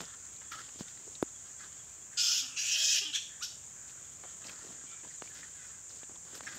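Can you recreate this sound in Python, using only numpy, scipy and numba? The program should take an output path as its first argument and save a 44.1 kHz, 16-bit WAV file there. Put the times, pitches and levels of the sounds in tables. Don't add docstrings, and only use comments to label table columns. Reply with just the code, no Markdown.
import sys
import numpy as np
from scipy import signal
from scipy.fft import rfft, irfft
from scipy.io import wavfile
from scipy.ndimage import uniform_filter1d
from numba import njit

SR = 44100
rng = np.random.default_rng(int(sys.argv[2]) if len(sys.argv) > 2 else 0)


def to_linear_factor(level_db):
    exponent = np.asarray(level_db, float) / 20
    return 10 ** exponent


def generate_wav(signal):
    frames = np.transpose(np.atleast_2d(signal))
    scaled = np.clip(frames, -1, 1) * 32767
    pcm = np.round(scaled).astype(np.int16)
    wavfile.write(sys.argv[1], SR, pcm)


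N = 290310
TIME_S = np.arange(N) / SR

# f/Hz, level/dB per Hz
AIR_SPECTRUM = [(18, -29), (40, -1), (65, 4), (130, 1), (250, -6.5), (700, -10), (1600, -10.5), (2600, -13),
                (4800, -22.5), (9500, -24), (16000, -23.5)]
CICADA_SPECTRUM = [(2940, -33.5), (5000, -19), (5820, -9), (6250, -2), (6820, 5.5), (7330, 6.5), (7610, 3),
                   (8660, -7.5), (9450, -26.5), (9800, -36), (12700, -43), (21600, -120)]
SIDE_SPECTRUM = [(18, -5), (300, -2), (1000, -4.5), (4000, -8.5), (9000, -16.5), (15700, -4)]
AIR_DB, CICADAS_DB, CICADA_CLICKS_PER_S = -62, -49, 22000

# t/s, peak level/dB
CHIRPS = [
    (.443, -59),
    (0.4718, -54),
    (0.9194, -56),
    (1.3493, -50.5),
    (1.575, -59),
    (1.7888, -52),
    (2.015, -54),
]

# t/s, length/s, scrape level/dB, crackle level/dB
STIRS = [(0, 0.006, -44, -57), (0.009, 0.026, -50, -75), (0.514, 0.011, -55, -56),
         (0.544, 0.071, -58.5, -70), (0.784, 0.033, -54, -63), (0.88, .03, -86, -70),
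         (0.937, 0.24, -65, -78), (1.218, 0.0099, -71, -82), (1.598, 0.079, -66, -85),
         (3.876, 0.031, -74, -69), (4.194, 0.29, -66.5, -101), (4.442, 0.091, -55, -66),
         (4.617, 0.11, -55.5, -72), (4.735, 0.2, -62.5, -80), (5.03, 0.039, -56, -81),
         (5.232, 0.066, -60.5, -70.5), (5.339, 0.068, -59.5, -66.5), (5.595, 0.12, -80, -75),
         (5.892, 0.1, -62.5, -73), (6.084, 0.069, -58, -103), (6.246, 0.097, -60, -78),
         (6.34, 0.036, -52, -63.5), (6.423, 0.11, -56.5, -69), (6.543, 0.055, -56, -67)]
STIR_RISE_S, STIR_T60_S, STILL_SCRAPE_DB, STILL_CRACKLE_DB = 0.0054, 0.1, -83.5, -88.5

# t/s, peak level/dB, ring f/Hz, t60/s, snap level/dB
BUMPS = [(0.004, -48, 166, 0.11, 14.5), (0.756, -50.5, 276, .025, -6), (0.807, -30.5, 190, 0.019, -12),
         (1.067, -52, 330, 0.04, -20), (1.076, -47, 420, .03, -9), (1.225, -15.5, 323, .014, -14.5),
         (4.448, -58, 250, 0.11, -8), (4.643, -58, 370, 0.13, -16), (4.689, -54, 161, 0.047, -13),
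         (4.811, -66, 242, .025, -5), (4.837, -53, 260, 0.042, 1)]
# t/s, peak level/dB, snap level/dB
TWIG_SNAPS = [
    (0.683, -48, -7),
    (4.236, -39, -5),
    (5.22, -29.5, -6),
    (6.03, -38, -11),
    (6.094, -43, -7),
    (6.406, -38, 3),
]
# t/s, peak level/dB, ring f/Hz
TICKS = [(.003, -49, 3030), (0.0535, -59, 4000), (.053, -54, 5450), (0.3636, -62, 4000),
         (0.4166, -61, 1900), (.418, -61, 900), (0.5167, -62, 3180), (0.6915, -57, 1160),
         (0.6904, -56, 2870), (0.883, -58, 3570), (.883, -58, 5200), (.8832, -61, 2300), (.975, -63, 1900),
         (.976, -64, 3900), (1.1528, -52, 3800), (1.153, -60, 5000), (1.2894, -65, 4200),
         (1.6441, -63, 3900), (3.896, -63, 2630), (4.443, -54.5, 2760), (4.468, -51, 5200),
         (4.485, -52, 2700), (4.49, -56, 4900), (4.4951, -49.5, 2580), (4.522, -59, 1200),
         (4.56, -62, 4800), (4.59, -61, 4500), (4.591, -63, 900), (4.682, -62, 3900), (4.4972, -53, 1400),
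         (4.9164, -66, 1370), (4.914, -61, 4800), (4.917, -60, 2390), (5.034, -63, 2580), (5.05, -63, 2620),
         (5.05, -61, 1000), (5.24, -62, 5000), (5.24, -63, 2150), (5.2153, -68, 1090), (5.2565, -59, 1880),
         (5.2755, -55.5, 2350), (5.4307, -53, 1730), (5.8944, -59, 5200), (5.913, -61, 4200),
         (5.905, -59, 1350), (5.906, -59, 4100), (6.033, -55.5, 2960), (6.158, -59, 3480),
         (6.159, -62, 1000), (6.2692, -62, 1150), (6.3504, -54, 1460), (6.352, -56, 5200),
         (6.4354, -57, 1860),
         (.016, -62, 12000), (.52, -64, 12000), (1.2255, -56, 11000), (4.497, -68, 12000),
          (5.302, -72, 12500), (5.346, -67, 12500), (6.325, -72, 13500), (6.352, -62, 13500),
          (6.357, -64, 11000), (6.366, -67, 14000), (6.378, -65, 12500), (6.553, -65, 11300),
          (6.554, -67, 13500), (6.562, -68, 14500)]
TWIG_HZ, TWIG_T60_S, SNAP_HZ, TICK_T60_S = 322, 0.0073, 1320, 0.012

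# t/s, length/s, level/dB, throat f/Hz
SQUABBLES = [(0.01, 0.12, -62.5, 1370), (0.22, 0.029, -64.5, 1500), (0.405, 0.05, -65, 1420),
             (0.508, 0.02, -49, 1500), (0.572, 0.045, -59, 1500), (0.798, 0.11, -66, 1550),
             (0.955, 0.02, -69, 1750), (1.18, 0.41, -76, 1500), (1.442, 0.042, -64, 1550),
             (1.586, 0.05, -56, 1500), (1.713, .05, -64.5, 1340), (2.12, 0.045, -60, 1720),
             (3.77, 0.08, -71, 1630), (3.977, 0.11, -70.5, 1550), (4.23, 0.073, -65, 1470),
             (4.406, 0.12, -61.5, 1490), (4.544, .09, -65, 1530), (4.717, 0.1, -66, 1550),
             (4.9, 0.091, -69, 1370), (5.03, 0.12, -65.5, 1870), (5.295, 0.073, -63.5, 1700),
             (5.353, .1, -63.5, 1650), (5.543, .12, -62, 1750), (5.69, 0.072, -65.5, 1510),
             (5.988, 0.036, -69, 1630), (6.266, 0.14, -65, 1450), (6.466, 0.018, -47, 1630),
             (6.517, 0.11, -57.5, 1500)]
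# f/Hz, width/Hz, level/dB
COLONY_HIGH = [(2376, 540, 5), (3260, 1150, 10), (4150, 3000, 8)]
SQUABBLE_RISE_S, SQUABBLE_T60_S, MURMUR_DB, MURMUR_HZ = 0.014, 0.28, -75, 1550
SHRILL_DB, SHRILL_MURMUR_DB, RESTLESS_DB = -6, -70.5, 2.2

# t/s, length/s, f/Hz, level/dB, blur/Hz
CRIES = [(0.067, 0.02, 1270, -59, 150), (0.131, 0.014, 1200, -55, 150), (0.513, 0.037, 1305, -46, 200),
         (0.514, .02, 2330, -52.5, 150), (0.517, .045, 3160, -60.5, 300), (0.542, 0.076, 1320, -52, 129),
         (2.418, 0.17, 1310, -62.5, 400), (3.293, 0.14, 1750, -63, 350), (4.857, 0.17, 2340, -64.5, 200),
         (4.236, 0.027, 646, -53.5, 1400), (4.859, 0.11, 3100, -67, 300), (4.895, 0.055, 3500, -65, 150),
         (4.91, 0.04, 1335, -61, 80), (5.098, .024, 1970, -59, 250), (5.295, .03, 1750, -61, 120),
         (5.429, 0.033, 1830, -57, 150), (6.463, 0.023, 1820, -42, 600), (6.463, 0.018, 5500, -49, 200),
         (6.547, 0.023, 203, -58, 40)]
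# t/s, length/s, first f/Hz, last f/Hz, level/dB
GLIDES = [
    (2.105, .022, 1430, 1620, -64),
    (3.752, 0.25, 1650, 1410, -66.5),
]
GLIDE_BLUR_HZ = 350

# t/s, fold rate f/Hz, effort level/dB, throat f/Hz, rasp/0-1
SCREECHES = [
    [(2.17, 740, -30.5, 3320, 0.4), (2.19, 739.6, -28.5, 3210, 0.6), (2.25, 711, -29.5, 3160, 0.63),
     (2.32, 733, -31, 3150, 0.93), (2.392, 699.5, -30.5, 3260, 0.94), (2.42, 668, -38.5, 3150, 0.1)],
    [(2.555, 663.5, -51.5, 2770, 0.4), (2.572, 667, -36.5, 2720, 0.7), (2.593, 664, -30.5, 2830, 0.7),
     (2.617, 654, -33.5, 2730, 1), (2.78, 642.8, -30, 3170, 0.64), (2.89, 641.5, -29.5, 3200, 0.53),
     (2.963, 641, -27.5, 3040, 0.8), (2.985, 639, -28, 2950, 1), (3.002, 597, -43, 3000, 1)],
]
YELPS = [
    [(3.126, 1260, -44, 3750, .05), (3.135, 1448, -36, 2940, .05), (3.139, 1650, -31, 3200, 0.044),
     (3.143, 1750, -36, 3330, 0.18), (3.15, 1824, -31.5, 3550, .3), (3.158, 1662, -26.5, 3350, 0.63),
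     (3.168, 1605, -31, 3220, 0.67), (3.178, 1587, -38.5, 3300, 0.65), (3.2, 1630, -56, 3200, 0.44)],
    [(3.406, 1067, -57, 3300, .05), (3.413, 1195, -53, 3500, .05), (3.421, 1340, -47, 2900, .05),
     (3.426, 1443, -36, 3240, 0.22), (3.445, 1500, -34.5, 3600, 1), (3.458, 1500, -46, 3470, 1),
     (3.49, 1480, -67, 3300, 1)],
]
# mouth f/Hz, teeth hiss level/dB, bare fundamental level/dB,
# throat share level/dB, hiss f/Hz
BUILDS = [
    (5200, -51, -65, .6, 11500),
    (5520, -52, -60.5, 1.2, 9900),
    (5750, -56, -52, 2.5, 12300),
    (5200, -47.5, -35, 1.5, 11950),
]
LARYNX_HZ = [1500, 1730, 1750, 1500]
CHEEKS_DB = [0, 0, -14, 1]
# f/Hz, width/Hz, level/dB
HEAD = [(1650, 330, -14.5), (2450, 180, -13), (7130, 1400, -2), (4100, 380, -16), (4900, 990, -3),
        (6530, 1200, 0.5)]
OPEN_OVERTONES_DB = [2, 1]
THROAT_WIDTH_HZ, MOUTH_WIDTH_HZ, TEETH_WIDTH_HZ, SKULL_TOP_HZ = 760, 850, 15000, 8400
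CLOSED_JAW_DB, WAVER_DB, PART_WAVER_DB = 50, 11, 1.3
FULL_EFFORT_DB, HISS_PER_DB, BARE_PER_DB, RASP_HIDES_DB = -29, 1.05, 0.9, 6.5
HISS_ONSET_S, LIP_HISS_DB, LIP_ONSET_S, BARE_ONSET_S = 0.026, -7, .07, .06
PATCHY_DB, TREMBLE = 1.5, .03

# t/s, length/s, first f/Hz, last f/Hz, level/dB
GRUNTS = [
    (2.421, 0.054, 274, 244, -59.5),
    (2.488, 0.069, 270.5, 235, -65),
    (3.011, 0.036, 400, 426, -55),
    (3.046, 0.0656, 316.6, 274, -57.5),
]
# f/Hz, width/Hz, level/dB over the fundamental
GRUNT_THROAT = [(850, 300, -10), (1260, 220, -7), (1680, 160, -4)]
# f/Hz, level/dB over the fundamental
GRUNT_TOP = [(2900, 8), (2650, 8), (2950, 14), (3150, 15)]
GRUNT_TOP_WIDTH_HZ, GRUNT_BREATH = 600, .75

CANOPY_T60_S, CANOPY_DB, CANOPY_GAP_S, CANOPY_LOW_HZ = 0.44, -6, 0.0032, 1900

# t/s, length/s, level/dB
WHISTLES = [
    (4.852, .045, -72),
    (5.142, .085, -68),
]
WHISTLE_FIRST_HZ, WHISTLE_FALL_HZ_PER_S = 4300, 11500


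def level(x, db):
    return x * to_linear_factor(db) / np.sqrt(np.mean(x ** 2))


def noise(size=N):
    return rng.standard_normal(size)


@njit
def svf(x, hz, width):
    y, band, low = np.empty(len(x)), 0., 0.
    for i in range(len(x)):
        g, k = np.tan(np.pi * hz[i] / SR), width / hz[i]
        v = (band + g * (x[i] - low)) / (1 + g * (g + k))
        band, low, y[i] = 2 * v - band, low + 2 * g * v, k * v
    return y


def ring(x, hz, width_hz):
    hz = np.full(len(x), 1.) * hz
    once = svf(x, hz, 1. * width_hz)
    return level(svf(once, hz, 1. * width_hz), 0)


def coloured(x, points):
    hz, db = np.transpose(points)
    log_hz = np.log(np.arange(N // 2 + 1) * SR / N + 1)
    gain = to_linear_factor(np.interp(log_hz, np.log(hz), db, -120, -120))
    return level(irfft(rfft(x) * gain, N), 0)


def walk(rate_hz, size=N):
    k = max(int(SR / rate_hz), 1)
    held = np.repeat(noise(size // k + 1), k)
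    return 1.3 * uniform_filter1d(uniform_filter1d(held, k), k)[:size]


def shaky(source, hz, width_hz):
    size = len(source)
    centre_hz = hz * (1 + TREMBLE * walk(45, size))
    return to_linear_factor(PATCHY_DB * walk(70, size)) * ring(source, centre_hz, width_hz)


def grains(per_s, spread_db):
    return (rng.random(N) < per_s / SR) * noise() * to_linear_factor(spread_db * rng.exponential(size=N))


def bursts(s, length_s, db, rise_s, t60_s):
    t = TIME_S - np.array(s)[:, None]
    after_s = np.clip(t - np.array(length_s)[:, None], 0, 2 * t60_s)
    return to_linear_factor(np.array(db))[:, None] * np.clip(t / rise_s, 0, 1) * to_linear_factor(-60 * after_s / t60_s)


def columns(table, t):
    s, *values = np.transpose(table)
    return [np.interp(t, s, v) for v in values]


def stretch(start_s, end_s, fade_s):
    i = np.arange(int(start_s * SR), int(end_s * SR))
    edge = np.minimum(i - i[0], i[-1] - i)
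    return i, i / SR, np.clip(edge / (fade_s * SR), 0, 1)


def folds(hz, rasp, jitter, flutter_db):
    size = len(hz)
    phase = np.cumsum(hz * (1 + jitter * walk(500, size) + .02 * walk(45, size))) / SR
    strong_weak = 1 + 0.49 * rasp * np.sign(np.sin(np.pi * phase))
    puff = np.exp(-(phase % 1) / 0.063) * strong_weak
    rasp = np.clip(rasp, 0, 1)
    turbulence = level((0.7 + puff) * noise(size), 0)
    source = np.sqrt(1 - rasp) * level(np.diff(puff, prepend=1), 0) + np.sqrt(rasp) * turbulence
    return source * to_linear_factor(flutter_db * walk(150, size))


def air():
    return coloured(noise(), AIR_SPECTRUM) * to_linear_factor(AIR_DB + 0.77 * walk(2.55))


def insects():
    clicks = grains(CICADA_CLICKS_PER_S, 0.21)
    out = coloured(clicks, CICADA_SPECTRUM) * to_linear_factor(CICADAS_DB + .5 * walk(2.27) + 0.33 * walk(19))
    for s, db in CHIRPS:
        swell = np.exp(-((TIME_S - s - .012) / 0.012) ** 2)
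        out += to_linear_factor(db - 8.0) * swell * np.sin(2 * np.pi * 3350 * TIME_S)
    return out


def rustle():
    s, length_s, scrape_db, crackle_db = np.transpose(STIRS)
    stir = bursts(s, length_s, 0 * s, STIR_RISE_S, STIR_T60_S)
    scrape = level(svf(grains(1100, 0.65), np.full(N, 240.), 420.0), 0)
    leaf_spectrum = [(1500, 19), (3000, 22.2), (6000, 27.6), (10000, 2.2), (16000, 10)]
    crackle = coloured(grains(5924, 0.98), leaf_spectrum)
    scrape_gain = to_linear_factor(scrape_db - 4.0) @ stir + to_linear_factor(STILL_SCRAPE_DB)
    crackle_gain = to_linear_factor(9.5) * (to_linear_factor(crackle_db) @ stir + to_linear_factor(STILL_CRACKLE_DB))
    return scrape_gain * scrape + crackle_gain * crackle


def knocks():
    out, t = np.zeros(N + SR), TIME_S[:SR // 8]
    twigs = [(s, db, TWIG_HZ, TWIG_T60_S, snap_db) for s, db, snap_db in TWIG_SNAPS]
    for s, db, hz, t60_s, snap_db in [*BUMPS, *twigs]:
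        bent_t = t + 0.00075 * (1 - np.exp(-t / 0.00031))
        swing = -np.sin(2 * np.pi * hz * bent_t) * to_linear_factor(-60 * t / t60_s) * (1 - np.exp(-t / 0.00052))
        snap = np.sin(2 * np.pi * SNAP_HZ * t) * to_linear_factor(snap_db + 4.0 - 60 * t / 0.0027)
        grit = ring(noise(len(t)), 2400, 4000) * to_linear_factor(snap_db - 12.0 - 60 * t / 0.014)
        out[int((s + .0016) * SR):][:len(t)] += to_linear_factor(db + 5.5) * (swing + snap + grit)
    for s, db, hz in TICKS:
        tone = np.sin(2 * np.pi * hz * t) * to_linear_factor(-60 * t / TICK_T60_S)
        dust = ring(noise(len(t)), hz, 0.52 * hz) * to_linear_factor(-4.5 - 60 * t / (2.8 * TICK_T60_S))
        out[int(s * SR):][:len(t)] += to_linear_factor(db + 10.0) * (tone + dust)
    return out[:N]


def colony():
    s, length_s, db, hz = np.transpose(SQUABBLES)
    each = bursts(s, length_s, db, SQUABBLE_RISE_S, SQUABBLE_T60_S)
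    loud = each.sum(axis=0)
    murmur = to_linear_factor(MURMUR_DB + 2 * walk(3.78))
    throat_hz = (hz @ each + MURMUR_HZ * murmur) / (loud + murmur)
    source = folds(420 * to_linear_factor(1.5 * walk(5)), 0.48, .03, 1.9)
    low = level(shaky(source, throat_hz, 720) + 0.32 * shaky(source, 1.19 * throat_hz, 285), 0)
    high = np.zeros(N)
    for f, width_hz, band_db in COLONY_HIGH:
        high += to_linear_factor(band_db + RESTLESS_DB * walk(12)) * ring(source, f, width_hz)
    shrill = to_linear_factor(SHRILL_DB) * loud + to_linear_factor(SHRILL_MURMUR_DB + RESTLESS_DB * walk(5.49))
    return (loud + murmur) * low + shrill * level(high, 0)


def cries():
    out = np.zeros(N)
    steady = [(s, length_s, hz, hz, db, blur_hz) for s, length_s, hz, db, blur_hz in CRIES]
    gliding = [(*row, GLIDE_BLUR_HZ) for row in GLIDES]
    for s, length_s, first_hz, last_hz, db, blur_hz in steady + gliding:
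        i, t, gate = stretch(s, min(s + length_s, TIME_S[-1]), 0.0063)
        hz = np.linspace(first_hz, last_hz, len(i))
        out[i] += to_linear_factor(db) * gate * ring(noise(len(i)), hz, blur_hz)
    return out


def cavities(source, throat_hz, gape, mouth_hz, throat_db, larynx_hz, cheeks_db):
    mouth_hz = mouth_hz * (throat_hz.mean() / throat_hz) ** 0.4
    voice = to_linear_factor(throat_db) * shaky(source, throat_hz, gape * THROAT_WIDTH_HZ)
    voice += shaky(source, mouth_hz, gape * MOUTH_WIDTH_HZ)
    for k, (f, width_hz, db) in enumerate(HEAD):
        f = larynx_hz if k == 0 else f
        cheek_db = cheeks_db * (3500 < f < 5500)
        sense = (-1) ** k
        voice += sense * to_linear_factor(db + cheek_db) * shaky(source, f, gape * width_hz)
    return signal.sosfilt(signal.butter(4, SKULL_TOP_HZ, fs=SR, output="sos"), voice)


def teeth_hiss(source, since_s, gape, db, hz):
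    size = len(source)
    teeth = to_linear_factor(db) * (1 - np.exp(-since_s / HISS_ONSET_S))
    hiss = teeth * ring(noise(size) * (1.5 + np.abs(source)), hz, TEETH_WIDTH_HZ / gape ** 3.6)
    lips = to_linear_factor(LIP_HISS_DB) * np.clip(since_s / LIP_ONSET_S, 0, 1) ** 3
    return hiss + teeth * lips / gape ** 2 * shaky(noise(size), 14600, 3200)


def bare_voice(hz, since_s, gape, db):
    size = len(hz)
    phase = 2 * np.pi * np.cumsum(hz * (1 + .012 * walk(50, size))) / SR
    parts_db = [0, *(np.array(OPEN_OVERTONES_DB) - CLOSED_JAW_DB * (1.6 - gape))]
    tone = sum(to_linear_factor(part_db) * np.sin((k + 1) * phase) for k, part_db in enumerate(parts_db))
    waver_db = WAVER_DB / gape ** 4 * np.minimum(walk(59.5, size), .5)
    onset = 1 - np.exp(-since_s * gape ** 8 / BARE_ONSET_S)
    return to_linear_factor(db + waver_db) * onset * tone


def bat():
    out = np.zeros(N)
    for call, larynx_hz, cheeks_db, build in zip([*SCREECHES, *YELPS], LARYNX_HZ, CHEEKS_DB, BUILDS):
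        mouth_hz, teeth_db, bare_db, throat_db, teeth_hz = build
        i, t, gate = stretch(call[0][0], call[-1][0], 0.0051)
        since_s = t - t[0]
        hz, effort_db, throat_hz, rasp = columns(call, t)
        source = folds(hz, rasp, 0.022, 0.84)
        gape = (hz.mean() / 650) ** .5
        voice = cavities(source, throat_hz, gape, mouth_hz, throat_db, larynx_hz, cheeks_db)
        over_db = effort_db - FULL_EFFORT_DB
        hiss = teeth_hiss(source, since_s, gape, teeth_db + HISS_PER_DB * over_db, teeth_hz)
        hidden_db = RASP_HIDES_DB * gape ** 3 * (rasp - .3)
        bare = bare_voice(hz, since_s, gape, bare_db + BARE_PER_DB * over_db - hidden_db)
        out[i] += gate * (to_linear_factor(effort_db) * level(voice, -1.02) + hiss + bare)
    return out


def canopy(x):
    t = TIME_S[:SR]
    fade = to_linear_factor(-60 * t / CANOPY_T60_S)
    bright = noise(SR) * fade
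    dull = ring(noise(SR), 3600, 22000) * fade
    tail = (.5 * bright + dull) * np.clip(t / CANOPY_GAP_S, 0, 1)
    x = signal.sosfilt(signal.butter(2, CANOPY_LOW_HZ, "high", fs=SR, output="sos"), x)
    return signal.fftconvolve(x, to_linear_factor(CANOPY_DB) * tail / np.sqrt(np.sum(tail ** 2)))[:N]


def grunts():
    out = np.zeros(N)
    for (s, length_s, first_hz, last_hz, db), (top_hz, top_db) in zip(GRUNTS, GRUNT_TOP):
        i, t, gate = stretch(s, s + length_s, 0.0061)
        size = len(i)
        hz = first_hz + (last_hz - first_hz) * np.linspace(0, 1, size) ** 2
        phase = 2 * np.pi * np.cumsum(hz * (1 + 0.0197 * walk(88, size))) / SR
        partials = sum(np.cos(k * phase) for k in range(2, 16))
        source = level(partials, 0) + GRUNT_BREATH * noise(size)
        throat = [*GRUNT_THROAT, (top_hz, GRUNT_TOP_WIDTH_HZ, top_db)]
        upper = sum(to_linear_factor(part_db) * shaky(source, f, width_hz) for f, width_hz, part_db in throat)
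        fundamental = to_linear_factor(2 * PART_WAVER_DB * walk(41, size)) * np.sin(phase)
        out[i] += gate * to_linear_factor(db) * (fundamental + upper)
    return out


def bird():
    out = np.zeros(N)
    for s, length_s, db in WHISTLES:
        i, t, gate = stretch(s, s + length_s, .012)
        hz = WHISTLE_FIRST_HZ - WHISTLE_FALL_HZ_PER_S * (t - s)
        tone = np.sin(2 * np.pi * np.cumsum(hz) / SR)
        out[i] += gate * to_linear_factor(db + PART_WAVER_DB * walk(60, len(i))) * tone
    return out


def scene():
    near = bat() + grunts()
    far = colony() + cries() + bird() + insects() + air()
    mid = near + canopy(near) + far + rustle() + knocks()
    call_hiss = ring(near * noise(), 11600, 9000)
    side = to_linear_factor(-76.0) * coloured(noise(), SIDE_SPECTRUM) + to_linear_factor(-90) * call_hiss
    return np.array([mid + side, mid - side])


def band_limit(x):
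    return signal.sosfilt(signal.butter(12, 15730, fs=SR, output="sos"), x)


def record(dry):
    bass_cut = signal.butter(2, 60, "high", fs=SR, output="sos")
    top_cut = signal.ellip(10, .2, 60, 15720, fs=SR, output="sos")
    mix = signal.sosfilt(np.vstack([bass_cut, top_cut]), dry)
    return band_limit(mix)


dry = scene()
out = record(dry)
generate_wav(out)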